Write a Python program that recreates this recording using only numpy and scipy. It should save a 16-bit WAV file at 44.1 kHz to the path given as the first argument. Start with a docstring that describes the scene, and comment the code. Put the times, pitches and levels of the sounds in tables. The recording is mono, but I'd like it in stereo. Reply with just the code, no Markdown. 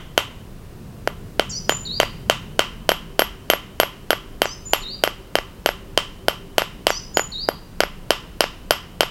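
"""Copper rivet peened with a small hammer on a block of stone, one microphone close by, both channels alike.
It opens on a workshop still ringing from a blow; one blow, a pause, then about three a second to the end.
Each is a dry knock with a short steel ring, most loud enough to overload the input; after many the work
jumps and lands again. From 1.5 s a bird sings three notes, and again at 4.4 and 6.9 s: gliding sines, an echo.
Shaped noise makes the air and outdoor rumble throughout, with a swell near 2 s, then faint hums from afar."""
import sys
import numpy as np
from scipy import signal
from scipy.fft import rfft, irfft
from scipy.io import wavfile

SR = 44100
rng = np.random.default_rng(int(sys.argv[2]) if len(sys.argv) > 2 else 0)


def store_pcm(level_fs):
    """Save levels as 16-bit WAV."""
    pcm = np.round(np.clip(level_fs, -1, 1) * 32767).astype(np.int16)
    wavfile.write(sys.argv[1], SR, np.atleast_2d(pcm).T)


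N = 401310

# hammer blows: [t/s, force level/dB, brightness/dB, high ping level/dB]
BLOWS = [(0.1779, 0, 2, -3), (1.0752, -7.5, -8.5, -6), (1.3961, -3.5, -0.5, -13), (1.6946, -3, 1, -2),
         (2.001, -1.5, 4, -4), (2.2984, 0, 2.5, -7), (2.5931, 0.5, 2, -10), (2.8916, -0.5, 3, 0.5),
         (3.1936, -1, 3.5, 8.5), (3.5008, -0.5, 3.5, 8.5), (3.8002, -1.5, 3.5, 9), (4.1058, -2.5, 3, 5.5),
         (4.4188, -1.5, 0, 1.5), (4.7344, -2.5, 4.5, 6), (5.0377, -2.5, 3, 4), (5.3547, -4, 0.5, -2),
         (5.6608, -3, 2, 2), (5.976, -4, 5, -10), (6.2836, -3, -0.5, 0), (6.582, -1, 3.5, 1),
         (6.8688, -1.5, 2.5, -2), (7.1717, -3, -3, -1.5), (7.4882, -3.5, -13, -2), (7.8050, -2, 0.5, -5),
         (8.1062, -0.5, 1.5, -4), (8.4068, -0.5, 2, -2), (8.7082, -1, 3.5, 5), (9.0074, -2, 3, 0)]
# the work lands again after a blow: [t/s, force level/dB]
REBOUNDS = [(1.7224, -19.5), (2.0317, -12), (2.918, -9), (3.2203, -8.5), (3.5355, -9.5), (3.8332, -10.5),
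            (4.131, -11.5), (4.4564, -15.5), (5.076, -13), (5.3869, -16), (5.69, -12), (6.6199, -14.5),
            (6.9044, -10.5), (7.195, -12), (7.836, -12.5), (8.4408, -14), (9.0323, -12.5)]
# dead knock of rivet, haft and stone: [f/Hz, relative level/dB]
KNOCK = [(60, -12.5), (200, -14.5), (360, -1.5), (630, 5), (820, 0), (1000, -2), (1190, -5.5), (1450, 2),
         (1750, -1.5), (2100, -2), (3800, -15.5), (5000, -7.5), (9000, -22.5), (16000, -45.5)]
KNOCK_DB = 33  # added to the whole knock spectrum
# ringing modes of the steel head: [f/Hz, relative level/dB, t60/s]
HEAD = [(2872, -12.5, 0.013), (3006, -11, 0.017), (3107, -9.5, 0.025), (3345, -16, 0.021),
        (4605, -17.5, 0.009), (5810, -23, 0.015)]
# high ping of the head: [f/Hz, relative level/dB, t60/s]
PING = [(11632, -22.5, 0.072)]
PING_DB = 1  # added to every ping
# a square, bright blow rings the head, a dull one barely: level/dB at brightness 0, slope in dB per dB
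RING_DB, RING_PER_BRIGHTNESS = -0.5, 1
# a harder landing pings more: level/dB at force 0, slope in dB per dB
REBOUND_PING_DB, REBOUND_PING_PER_FORCE = 18, 1.48
# as the rivet is beaten tight, a clack grows in the knock; it passes 0 dB at CLACK_USUAL_S
CLACK_HZ, CLACK_WIDTH_HZ, CLACK_DB_PER_S, CLACK_USUAL_S = 5040, 580, 0.9, 3
# the grip and the landing spot vary from blow to blow: standard deviations of the mode levels
HEAD_SCATTER_DB, KNOCK_SCATTER_DB = 1.6, 1.0
# the head rings sideways, towards hard surfaces nearby: [delay t/s, level/dB]
ECHOES = [(.0112, -6), (.0145, -13), (.0245, -15), (.028, -16), (.049, -21)]
# the nearest surface also returns the middle of the knock, most for square blows
SLAP_LOW_HZ, SLAP_HIGH_HZ, SLAP_DB = 1040, 1296, -13.5

# diffuse workshop sound: [f/Hz, level against the direct sound/dB, late t60/s]
ROOM = [(100, -12.5, 0.81), (450, -21.5, 0.22), (654, -25, 0.22), (1167, -10, 0.67), (1460, -21, 0.51),
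        (2200, -18.5, 0.62), (2974, -12.5, 0.55), (3400, -6.5, 0.43), (4640, -24, 0.56), (8200, -16, 0.37),
        (11800, -13, 0.17), (15700, -2, 0.053)]
# resonances of the workshop: [f/Hz, level/dB, t60/s]
ROOM_MODES = [(579, -64, .12), (907, -66, .16), (1031, -66, .3), (1171, -65, .18), (1986, -68, .25),
              (3180, -66, .28), (3308, -67, .28)]
# the blow still ringing at the start: time before the start, force
EARLIER_S, EARLIER_DB = .125, 1.5

# voices of the bird's notes, before the pitch ratio and level of each singing:
# [length t/s, dip t/s, crest f/Hz, dip f/Hz, end f/Hz, level/dB, crescendo/dB, opening flick/share of pitch]
SLUR = [(.1, 0.038, 7690, 5610, 5980, -32.5, 0.5, .36), (.1, 0.05, 5630, 4465, 5090, -35, 13.5, 0.326)]
WHISTLE = [(.092, .014, 6950, 6960, 7060, -29.5, 5, 0)]
SWEEP = [(.141, .033, 4550, 3710, 4814, -30.5, 2.7, 0.31)]
NOTE_ATTACK_S, NOTE_RELEASE_S = 0.0093, .004
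# three notes sung three times: [start t/s, note, pitch ratio, relative level/dB]
NOTES = [(1.49, SLUR, 1, 0), (1.685, WHISTLE, 1, 0), (1.847, SWEEP, 1, 0), (4.438, SLUR, 1.035, -7),
         (4.649, WHISTLE, 1.007, -5.5), (4.815, SWEEP, .99, -4), (6.885, SLUR, 1.01, -2),
         (7.137, WHISTLE, .99, 0), (7.314, SWEEP, 1.005, -.5)]
# echo around the bird: [f/Hz, level against the direct sound/dB, late t60/s]
YARD = [(2000, 10, 0.31), (4800, -4.5, 0.59), (6900, -2.5, 0.48), (12000, -6, 0.27)]

# spectrum of the air and hiss: [f/Hz, relative level/dB]
AIR = [(12, -58), (20, 8), (154, -12.5), (293, -11.5), (738, -21.5), (849, -25), (923, -22), (1090, -24),
       (2320, -32), (2820, -29.5), (3070, -33.5), (4670, -35.5), (6540, -38.5), (16000, -41)]
AIR_DB = -39.5
# spectrum of the distant rumble: [f/Hz, relative level/dB]
RUMBLE_COLOUR = [(30, -30), (70, 0), (130, 3.5), (210, 0.5), (280, -14.5), (400, -9), (600, -24.5),
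                 (1500, -40.5)]
# the rumble holds a steady level and swells once, slowly up and faster down
RUMBLE_DB, SWELL_DB = -46, -37
SWELL_PEAK_S, SWELL_RISE_S, SWELL_FALL_S = 2.07, 1.58, 0.82
# faint hums from afar: [start t/s, end t/s, f/Hz, level/dB]
HUMS = [(2.59, 3.24, 220, -50), (2.82, 7.0, 388, -52.5), (4.7, 6.4, 549, -59), (2.1, 3.6, 160, -48),
        (4.97, 10, 175, -50)]

TOP_HZ = 15900  # upper limit of the microphone chain


def undb(db):
    """Decibels to gain."""
    return 10 ** (np.asarray(db) / 20)


def along(hz, table, axis=1):
    """Read a column of a table whose rows start with f/Hz, on a log-frequency axis."""
    table = np.array(table, float)
    return np.interp(np.log(hz + 1e-3), np.log(table[:, 0]), table[:, axis])


def add(track, start, sound):
    """Mix a sound into a track at a time in seconds."""
    i = max(int(round(start * SR)), 0)
    part = sound[:max(len(track) - i, 0)]
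    track[i:i + len(part)] += part


def hammer(ring_lag_s=.0004, blow_hz=22000, rebound_hz=4800, rebound_bright_db=-1, rebound_ring_db=-9):
    """Blows and softer rebounds: each excites the work, the modes of the head and nearby echoes."""
    contacts = []
    for s, force_db, bright_db, ping_db in BLOWS:
        ring_db = RING_DB + RING_PER_BRIGHTNESS * bright_db
        contacts.append((s, force_db, bright_db, ring_db, ping_db, blow_hz))
    for s, force_db in REBOUNDS:
        ping_db = REBOUND_PING_DB + REBOUND_PING_PER_FORCE * force_db
        contacts.append((s, force_db, rebound_bright_db, rebound_ring_db, ping_db, rebound_hz))

    chance = rng.standard_normal((len(contacts), len(HEAD) + len(KNOCK)))
    out = np.zeros(N)
    ping = undb(PING_DB) * ring(PING)
    blur = np.clip(np.arange(len(ping)) / SR / 0.0025, 0, 1)  # uneven surfaces soften an echo's attack
    middle = signal.butter(2, [SLAP_LOW_HZ, SLAP_HIGH_HZ], "bandpass", fs=SR, output="sos")

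    for (s, force_db, bright_db, ring_db, ping_db, contact_hz), luck in zip(contacts, chance):
        modes = [(hz, db + HEAD_SCATTER_DB * z, t60) for (hz, db, t60), z in zip(HEAD, luck)]
        head = undb(force_db + ring_db) * ring(modes)
        wobble_db = KNOCK_SCATTER_DB * luck[len(HEAD):]
        work = undb(force_db) * knock(s, bright_db, wobble_db, contact_hz)
        add(out, s, work)
        add(out, s + ring_lag_s, head + undb(force_db + ping_db) * ping)
        add(out, s + ECHOES[0][0], undb(SLAP_DB + ring_db) * signal.sosfilt(middle, work))
        for delay, db in ECHOES:
            add(out, s + delay, undb(db) * head * blur)
    return out


def knock(s, bright_db, wobble_db, contact_hz, corner_hz=1800, size=2048):
    """Minimum-phase pulse of the struck work; a harder contact lifts its treble, the grip shifts its colour."""
    hz = np.fft.rfftfreq(size, 1 / SR)
    colour = [(f, db + wobble) for (f, db), wobble in zip(KNOCK, wobble_db)]
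    treble = hz ** 2 / (hz ** 2 + corner_hz ** 2)
    clack = np.exp(-((hz - CLACK_HZ) / CLACK_WIDTH_HZ) ** 2)
    db = KNOCK_DB + along(hz, colour) + bright_db * treble
    db += CLACK_DB_PER_S * (s - CLACK_USUAL_S) * clack
    db -= 20 * np.log10(1 + (hz / contact_hz) ** 2)  # a slower contact cannot drive the top
    # folding the cepstrum onto positive time makes the pulse causal
    cepstrum = irfft(np.log(undb(db)))
    cepstrum[1:size // 2] *= 2
    cepstrum[size // 2 + 1:] = 0
    return irfft(np.exp(rfft(cepstrum)))


def ring(modes, size=12000):
    """Struck modes: sines dying away exponentially, by 60 dB in each t60."""
    t = np.arange(size) / SR
    out = np.zeros(size)
    for hz, db, t60 in modes:
        out += undb(db) * np.sin(2 * np.pi * hz * t) * np.exp(-np.log(1000) * t / t60)
    return out


def workshop(x):
    """Direct sound, a diffuse tail and a few resonances that stand out of it."""
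    response = tail(ROOM, gap_s=0.0096, early_db=7, early_t60=0.18)
    add(response, .008, ring(ROOM_MODES, size=24000))
    out = x + signal.fftconvolve(x, response)[:N]
    # only the room's answer to the earlier blow is left at the start
    earlier = ring(HEAD)
    add(earlier, 0, knock(0, 0, np.zeros(len(KNOCK)), SR / 2))
    add(out, 0, undb(EARLIER_DB) * signal.fftconvolve(earlier, response)[int(EARLIER_S * SR):])
    return out


def tail(bands, gap_s, early_db, early_t60, size=32768):
    """Diffuse response: noise bands fade in over the gap, then decay by an early and a late rate."""
    t, hz = np.arange(size) / SR, np.fft.rfftfreq(size, 1 / SR)
    white = rfft(rng.standard_normal(size))
    early = undb(early_db) * np.exp(-np.log(1000) * t / early_t60)
    out = 0
    for centre in np.geomspace(64, 16384, 17):  # half-octave steps
        share = np.clip(1 - 2 * abs(np.log2((hz + 1) / centre)), 0, 1)
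        late = np.exp(-np.log(1000) * t / along(centre, bands, axis=2))
        decay = (late + early) * np.clip(t / gap_s, 0, 1) ** 2
        band = irfft(white * share * undb(along(hz, bands)))
        out = out + band * decay / np.linalg.norm(decay)
    return out


def bird(bird_db=-.5):
    """A two-voiced slur, a high whistle and a sweep that dips and rises, each trailing its echo."""
    out = np.zeros(N)
    for s, note, ratio, db in NOTES:
        for voice in note:
            add(out, s, undb(bird_db + db) * whistle(voice, ratio))
    echo = tail(YARD, gap_s=0.0041, early_db=-5, early_t60=0.22)
    return out + signal.fftconvolve(out, echo)[:N]


def whistle(voice, ratio, waver=0.0043, tremble_db=1.9):
    """A nearly pure tone starts at or below its crest, sinks to a dip and climbs as it grows louder."""
    length_s, dip_s, crest_hz, dip_hz, end_hz, db, crescendo_db, flick = voice
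    t = np.arange(int(length_s * SR)) / SR
    attack = np.clip(t / NOTE_ATTACK_S, 0, 1)
    release = np.clip((length_s - t) / NOTE_RELEASE_S, 0, 1)
    sink = np.clip((dip_s - t) / (dip_s - NOTE_ATTACK_S), 0, 1) ** 2
    climb = np.sin(np.pi / 2 * np.clip((t - dip_s) / (length_s - dip_s), 0, 1))
    pitch = dip_hz + (crest_hz - dip_hz) * sink + (end_hz - dip_hz) * climb ** 1.4
    pitch = pitch * (1 - flick * (1 - attack))
    # slow random wander of pitch and level through 20 points
    points = np.linspace(0, length_s, 20)
    drift, tremble = (np.interp(t, points, z) for z in rng.standard_normal((2, 20)))
    level_db = db + crescendo_db * (t / length_s - .5) + tremble_db * tremble
    level = undb(level_db) * attack ** 2 * release
    phase = 2 * np.pi * np.cumsum(pitch * ratio * (1 + waver * drift)) / SR
    return np.sqrt(2) * level * np.sin(phase)


def background():
    """Steady air and hiss under a distant rumble that swells and fades; their powers add."""
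    t = np.arange(N) / SR - SWELL_PEAK_S
    width_s = np.where(t < 0, SWELL_RISE_S, SWELL_FALL_S)
    swell = undb(SWELL_DB) * np.exp(-(t / width_s) ** 2)
    air = undb(AIR_DB) * noise(AIR)
    return air + np.hypot(undb(RUMBLE_DB), swell) * noise(RUMBLE_COLOUR)


def hums(width_hz=14, fade_s=0.19):
    """Narrow bands of noise, heard as wavering tones that come and go."""
    t, out = np.arange(N) / SR, 0
    for start, end, hz, db in HUMS:
        skirts = [(-3, -70), (-1, -12), (0, 0), (1, -12), (3, -70)]  # offset in widths, level/dB
        tone = noise([(hz + offset * width_hz, skirt_db) for offset, skirt_db in skirts])
        fade = np.clip(np.minimum(t - start, end - t) / fade_s, 0, 1)
        out = out + undb(db) * tone * fade
    return out


def noise(colour):
    """Gaussian noise of unit RMS level with a given spectrum."""
    gain = undb(along(np.fft.rfftfreq(N, 1 / SR), colour))
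    x = irfft(rfft(rng.standard_normal(N)) * gain, N)
    return x / x.std()


def scene():
    """Everything reaches one microphone, the same in both channels."""
    mono = workshop(hammer()) + bird() + background() + hums()
    return np.tile(mono, (2, 1))


def record(dry, ceiling=0.91, order=8):
    """The input rounds off any peaks near its ceiling; a steep zero-phase low-pass cuts the top."""
    clipped = dry / (1 + abs(dry / ceiling) ** order) ** (1 / order)
    low_pass = signal.ellip(8, .05, 50, TOP_HZ, fs=SR, output="sos")
    return signal.sosfiltfilt(low_pass, clipped)


dry = scene()
out = record(dry)
store_pcm(out)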